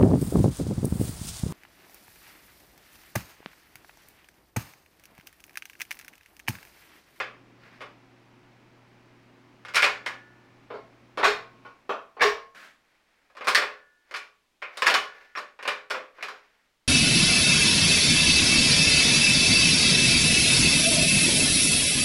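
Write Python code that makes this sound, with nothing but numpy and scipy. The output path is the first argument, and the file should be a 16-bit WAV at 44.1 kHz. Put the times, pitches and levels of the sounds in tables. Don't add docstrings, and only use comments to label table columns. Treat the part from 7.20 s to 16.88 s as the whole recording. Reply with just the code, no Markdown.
import sys
import numpy as np
from scipy import signal
from scipy.fft import rfft, irfft, next_fast_len
from scipy.io import wavfile
from scipy.ndimage import uniform_filter1d

SR = 44100
rng = np.random.default_rng(int(sys.argv[2]) if len(sys.argv) > 2 else 0)


def int16_out(signal):
    q = np.round(np.clip(np.atleast_2d(signal).T, -1, 1) * 32767)
    wavfile.write(sys.argv[1], SR, q.astype(np.int16))


N = 426788


def amp(db):
    return 10 ** (np.asarray(db) / 20)


def unit(x):
    return x / np.sqrt(np.mean(x ** 2) + 1e-20)


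def along(points, hz):
    f, value = np.transpose(points)
    return np.interp(np.log(hz + 1), np.log(f + 1), value)


def add(track, s, sound):
    start = max(0, round(s * SR))
    space = max(0, len(track) - start)
    track[start:start + len(sound)] += sound[:space]


def noise(spectrum):
    size = next_fast_len(N)
    gain = amp(along(spectrum, np.fft.rfftfreq(size, 1 / SR)))
    white = rng.standard_normal(size)
    return unit(irfft(rfft(white) * gain, size)[:N])


def coloured(x, gain):
    cepstrum = irfft(np.log(np.maximum(gain, 1e-6)), len(x))
    cepstrum[1:len(x) // 2] *= 2
    cepstrum[len(x) // 2 + 1:] = 0
    return irfft(rfft(x) * np.exp(rfft(cepstrum)), len(x))


def stroke(start, length, db, rise_db_per_s, fall_db_per_s):
    t = np.arange(N) / SR - start
    rise = rise_db_per_s * np.maximum(-t, 0)
    fall = fall_db_per_s * np.maximum(t - length, 0)
    return amp(db - rise - fall)


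def reverberation():
    # (f/Hz, t60/s)
    garage = [(60, 0.54), (200, 0.41), (450, 0.39), (1500, 0.34), (3000, 0.33), (6000, 0.3), (10000, 0.24),
              (16000, 0.3)]
    hz, t, z = signal.stft(rng.standard_normal(SR), SR, nperseg=256)
    decay = amp(-60 * t / along(garage, hz)[:, None])
    return signal.istft(z * decay, SR, nperseg=256)[1][:SR]


def ring(modes, t, scatter_db, waver):
    knots = np.arange(40) / 39
    out = np.zeros(len(t))
    for hz, db, t60 in modes:
        wander = np.interp(t, knots, waver * rng.standard_normal(len(knots)))
        phase = rng.uniform(0, 2 * np.pi) + wander
        strength_db = db + scatter_db * rng.standard_normal()
        out += amp(strength_db - 60 * t / t60) * np.sin(2 * np.pi * hz * t + phase)
    return out


def clanks(contacts, modes, snap_db, crack_db, crack_t60, ring_db, room_db, knock_db, body_db,
           bite_db, edge_db, favour_db, uneven_db, thud_db, boom_db):
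    # (f/Hz, relative level per Hz/dB)
    clash = [(30, -20.5), (110, -24), (220, -17), (330, -11), (450, -3.5), (850, -4), (1100, 2),
             (2400, -1.5), (3200, -8.5), (5200, -12), (6300, -17), (9000, -19.5), (12000, -27),
             (16000, -36)]
    # (f/Hz, gain/dB)
    first_instant = [(300, -13.5), (2000, -3), (5000, 0.5), (9000, 3)]
    # (typical delay/s, gain/dB)
    echoes = [(0, 0.5), (.0058, -2.5), (.0095, -6), (0.018, -13.5)]
    rebound_s, rebound_db = 0.009, -8
    thud_grows = 0.36
    body_per_weight = 0.5
    bite_per_hardness = 0.64
    track, t, hz = np.zeros(N), np.arange(SR) / SR, np.fft.rfftfreq(SR, 1 / SR)
    steel = unit(amp(along(clash, hz)))
    for s, db, weight, hardness, favoured_hz in contacts:
        snap = np.zeros(SR)
        burst = amp(snap_db - 60 * t / 0.0085) * rng.standard_normal(SR)
        for delay, echo_db in echoes:
            add(snap, delay * rng.uniform(0.85, 1.15), amp(echo_db) * burst)
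        snap = coloured(snap, steel * amp(along(first_instant, hz)))

        crack = amp(crack_db - 60 * t / crack_t60) * rng.standard_normal(SR)
        room = amp(room_db) * reverberation() * (1 - np.exp(-t / 0.0063))
        notes = amp(ring_db) * ring(modes, t, scatter_db=4, waver=0.46)
        after = coloured(crack + room, steel) + notes
        blow = snap + after * (1 - np.exp(-t / 0.0005))

        bass = weight + knock_db
        touch = [(70, thud_db + thud_grows * (db + 18.5)),
                 (220, bass + boom_db),
                 (550, bass),
                 (1050, body_per_weight * weight + body_db),
                 (1700, 0.0014), (2600, 0.002),
                 (4400, bite_per_hardness * hardness + bite_db),
                 (9000, hardness + edge_db)]
        favour = favour_db / (1 + (np.log((hz + 1) / favoured_hz) / 0.09) ** 2)
        bumps = uniform_filter1d(rng.standard_normal(len(hz)), size=170)
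        bumps = unit(uniform_filter1d(bumps, size=110))
        uneven = uneven_db * bumps * hz / (hz + 900)
        colour = amp(db + along(touch, hz) + favour + uneven)
        add(track, s, coloured(blow, colour))
        bounce = amp(rebound_db) * coloured(snap, colour)
        add(track, s + rebound_s * rng.uniform(0.7, 1.3), bounce)
    return track


def rings(events, modes, swell_s):
    track, t = np.zeros(N), np.arange(SR) / SR
    for s, db in events:
        swell = 1 - np.exp(-t / swell_s)
        add(track, s, amp(db) * swell * ring(modes, t, scatter_db=0.5, waver=0.26))
    return track


def background():
    # (f/Hz, relative level per Hz/dB)
    hiss_colour = [(100, -7), (280, 2), (450, -2.5), (900, -2.5), (1500, -6.5), (2400, -7.5), (3500, -17),
                   (5500, -21), (8000, -34), (11000, -47.5), (15500, -44.5)]
    # (f/Hz, rms level before the shared hum gain/dB)
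    hum_notes = [(120, -69), (240, -80), (269, -77), (360, -73.5)]
    # (f/Hz, relative level per Hz/dB)
    drone_colour = [(20, -11.5), (70, -10), (150, -1), (280, 4.5), (400, -13), (700, -21), (3000, -66)]
    # (f/Hz, relative level per Hz/dB)
    still_colour = [(20, -6.5), (45, -6.5), (90, -18), (400, -21.5), (3000, -16.5), (12000, -31),
                    (16000, -34)]
    fade_s = 4.45
    hiss_start_db, hiss_sink_db, hiss_sink_s = -60, 18.5, 0.9
    hum_gain_db, hum_drop_db, hum_drop_s, hum_fade_db_per_s = 5.5, 15, 0.09, 15
    t = np.arange(N) / SR
    since = np.maximum(t - fade_s, 0)
    hum_db = hum_gain_db - hum_drop_db * (1 - np.exp(-since / hum_drop_s)) - hum_fade_db_per_s * since
    hiss_db = hiss_start_db - hiss_sink_db * (1 - np.exp(-since / hiss_sink_s))
    hum = np.zeros(N)
    for hz, db in hum_notes:
        phase = rng.uniform(0, 2 * np.pi)
        hum += np.sqrt(2) * amp(db) * np.sin(2 * np.pi * hz * t + phase)
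    machine = amp(hum_db) * (hum + amp(-69.5) * noise(drone_colour))
    hiss = amp(hiss_db) * noise(hiss_colour)
    return machine + hiss + amp(-74) * noise(still_colour)


def levers():
    # (t/s, level/dB, weight: bass against treble/dB, hardness/dB, favoured resonance f/Hz)
    latch_blows = [(0.001, -25, -3.5, -9.5, 405), (0.606, -39.5, 4, -10, 3330), (0.615, -42, 7, -1, 1300),
                   (2.45, -41.5, -2, -1, 1400), (2.484, -39.5, -5.5, -1.5, 1420),
                   (2.538, -34, -11, 1, 2430), (2.546, -28, -4, 8, 2280), (2.557, -21.5, -8.5, 11, 2280),
                   (2.564, -15, -13, -7, 1450), (2.623, -18.5, -18.5, 1, 2540),
                   (2.628, -16, -7.5, -9, 2220), (2.642, -20.5, -1, 3.5, 2210), (2.862, -28, -3, 1.5, 2040),
                   (6.1, -61.5, 5, -1.5, 1243), (6.151, -54.5, 9, -2, 647), (6.169, -42, 4.5, -3, 1204),
                   (6.209, -34.5, 2, -12, 1220), (6.245, -39, 5.5, 3, 1250), (6.271, -23.5, 1.5, 2.5, 2180),
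                   (6.277, -20, -0.5, -2.5, 1070), (6.283, -27, -6, 14.5, 1670),
                   (6.348, -15, -14.5, 6.5, 1940), (6.374, -21.5, -1, -1, 1660),
                   (6.421, -26.5, 1.5, -9.5, 2550), (6.911, -42.5, 4, 1.5, 2100),
                   (6.941, -29.5, -7.5, -2, 2430), (6.961, -37.5, -6, 9, 2580), (7.419, -41, 0, -7.5, 2290),
                   (7.424, -30.5, -5.5, -15.5, 2316), (7.572, -36, -2, 11.5, 1090),
                   (7.621, -19.5, -3, -1.5, 1050), (7.661, -25, -4, -0.5, 1750), (7.667, -14, -12, 1, 1730),
                   (7.674, -21.5, 3, 4.5, 900), (7.7, -22, 0.5, 3, 3000), (7.741, -17, -4, 4.5, 1100),
                   (8.152, -33.5, -6.5, -11.5, 1280), (8.173, -32.5, 0, 0, 1750),
                   (8.184, -46.5, 13, 11, 1080), (8.39, -41.5, 2, -10.5, 1710), (8.427, -39, 3, 3, 2680),
                   (8.453, -32, 3, -10, 2440), (8.477, -22, -3.5, 0.5, 1080), (8.7, -39, 0, 6, 1150),
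                   (8.706, -28, 2, 4.5, 1500), (8.744, -31, 5.5, -12.5, 630), (8.984, -46, 4.5, -18, 1500),
                   (9.008, -44, -1, -11.5, 1860), (9.026, -31.5, -0.5, 3.5, 2390),
                   (9.084, -36.5, 1.5, 1, 1420)]
    # (f/Hz, typical level before the ring gain/dB, t60/s)
    plate_modes = [(420.5, -6, 0.45), (517, -2.5, 0.42), (588, -2.5, 0.36), (773, -2, 0.32),
                   (1038, 2.5, 0.25), (1086, -8, .4), (1137, -6, 0.48), (1228, -4, 0.27),
                   (1430, -0.5, 0.32), (1486, -5.5, .4), (1677, 1.5, 0.26), (1810, -3, 0.3),
                   (2146, 1, 0.23), (2152, -6, 0.28), (2280, -7.5, 0.39), (2380, -0.5, 0.28),
                   (2473, -1, 0.27), (2575, -5.5, 0.28), (2964, -5, 0.29), (3144, -9, 0.3),
                   (3480, -7.5, .3), (3730, -8, 0.21), (4260, -13.5, 0.19), (4900, -10, 0.26),
                   (5280, -8.5, .22), (5460, -8.5, .25), (6740, -14.5, 0.32), (8930, -15.5, .18)]
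    return clanks(latch_blows, plate_modes, snap_db=4.0, crack_db=-2, crack_t60=0.12, ring_db=-16.5,
                  room_db=-4.0, knock_db=1, body_db=1, bite_db=0.5, edge_db=-7.5, favour_db=5,
                  uneven_db=2.0, thud_db=-5.5, boom_db=0)


def slides():
    # (start t/s, length/s, level before the flicker/dB)
    slide_times = [(0.433, 0.15, -57), (5.646, 0.42, -70.5), (6.891, .06, -64), (7.544, 0.056, -53),
                   (7.956, 0.075, -55.5), (8.971, 0.2, -58.5), (9.257, .18, -71.5)]
    # (f/Hz, relative level per Hz/dB)
    rub_colour = [(100, -37), (450, -3.5), (1100, -4.5), (1700, 0.5), (2300, -1), (3200, -11.5),
                  (5200, -15), (8000, -32), (11500, -33.5), (16000, -36)]
    catches = unit(uniform_filter1d(rng.standard_normal(N), size=400))
    strokes = np.zeros(N)
    for s, length, db in slide_times:
        strokes += stroke(s, length, db, rise_db_per_s=278, fall_db_per_s=107)
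    return strokes * amp(1.5 * catches) * noise(rub_colour)


def singing_levers():
    # (t/s, gain/dB)
    freed = [(2.629, -41), (2.862, -44), (6.35, -40.5), (7.741, -39.5)]
    # (f/Hz, typical level before the event gain/dB, t60/s)
    lever_modes = [(557, -14, 0.77), (1450, -4, 1), (1688, -4.5, 0.86), (1755, -3, 1.1)]
    return rings(freed, lever_modes, swell_s=0.008)


def spear():
    # (t/s, level/dB, weight: bass against treble/dB, hardness/dB, favoured resonance f/Hz)
    spear_blows = [(3.503, -42.5, 8, -10, 1006), (3.541, -48.5, 11.5, -0.5, 647),
                   (3.974, -28, 4, -1.5, 510), (3.989, -31, -1, -3.5, 1390),
                   (4.03, -17.5, -4.5, -7.5, 1820), (4.042, -18.5, -13.5, 8, 1460),
                   (4.075, -31.5, 0, 12.5, 1070), (4.45, -46.5, -3.5, -3, 1115),
                   (4.693, -29.5, 3, -4, 1375), (4.967, -48, 8, -11, 1000), (4.996, -33.5, -0.5, -9, 680),
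                   (5.008, -16, -7.5, -11.5, 1873), (5.018, -19.5, -5, 10, 1700),
                   (5.059, -28.5, -10, 8.5, 1090)]
    # (f/Hz, typical level before the ring gain/dB, t60/s)
    frame_modes = [(400, -14, .3), (408, -4.5, 0.26), (485, -5.5, 0.28), (664, -4.5, 0.45), (745, -6, .33),
                   (841, -6, .3), (976, -4, 0.19), (1077, -4, 0.36), (1207, -8.5, 0.36), (1353, -5, 0.26),
                   (1507, -8.5, 0.41), (1630, -11, .38), (1820, -1, 0.27), (2150, -8.5, 0.41),
                   (2296, -1, .34), (2509, -11, .3), (3470, -16.5, .22), (4544, -15, .22)]
    return clanks(spear_blows, frame_modes, snap_db=-1, crack_db=-7.5, crack_t60=0.17, ring_db=-13.5,
                  room_db=-1.5, knock_db=8.0, body_db=5, bite_db=-1, edge_db=-13.5, favour_db=3.5,
                  uneven_db=4.5, thud_db=0.5, boom_db=-2)


def singing_spear():
    # (t/s, gain/dB)
    landings = [(3.525, -31.5), (4.068, -16), (5.046, -11)]
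    # (f/Hz, typical level before the event gain/dB, t60/s)
    spear_modes = [(416.6, -1, .24), (457, -15, 0.42), (1083, -25, 0.82)]
    return rings(landings, spear_modes, swell_s=0.01)


def pings():
    # (t/s, f/Hz, typical gain/dB)
    touches = [(4.449, 1096, -44), (4.452, 1450, -41.5), (4.692, 1262, -29.5), (8.162, 5490, -34)]
    ping_cycles = 370
    track = np.zeros(N)
    for s, hz, db in touches:
        track += rings([(s, db)], [(hz, 0, ping_cycles / hz)], swell_s=0.003)
    return track


def scuff():
    # (f/Hz, relative level per Hz/dB)
    grit_colour = [(88, -50), (150, -18), (213, -9.5), (339, -15), (420, -14), (481, -19), (519, -8.5),
                   (930, -12.5), (1540, -1.5), (15500, -36)]
    drag = stroke(start=5.35, length=0.11, db=-49, rise_db_per_s=3500, fall_db_per_s=158)
    return drag * noise(grit_colour)


def scene():
    blows = levers() + spear()
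    singing = singing_levers() + singing_spear() + pings()
    return (blows + singing + slides() + scuff() + background())[None]


def record(dry):
    top_hz = 15850
    size = next_fast_len(N + SR)
    keep = np.fft.rfftfreq(size, 1 / SR) < top_hz
    return irfft(rfft(dry, size) * keep, size)[..., :N]


dry = scene()
out = record(dry)
int16_out(out)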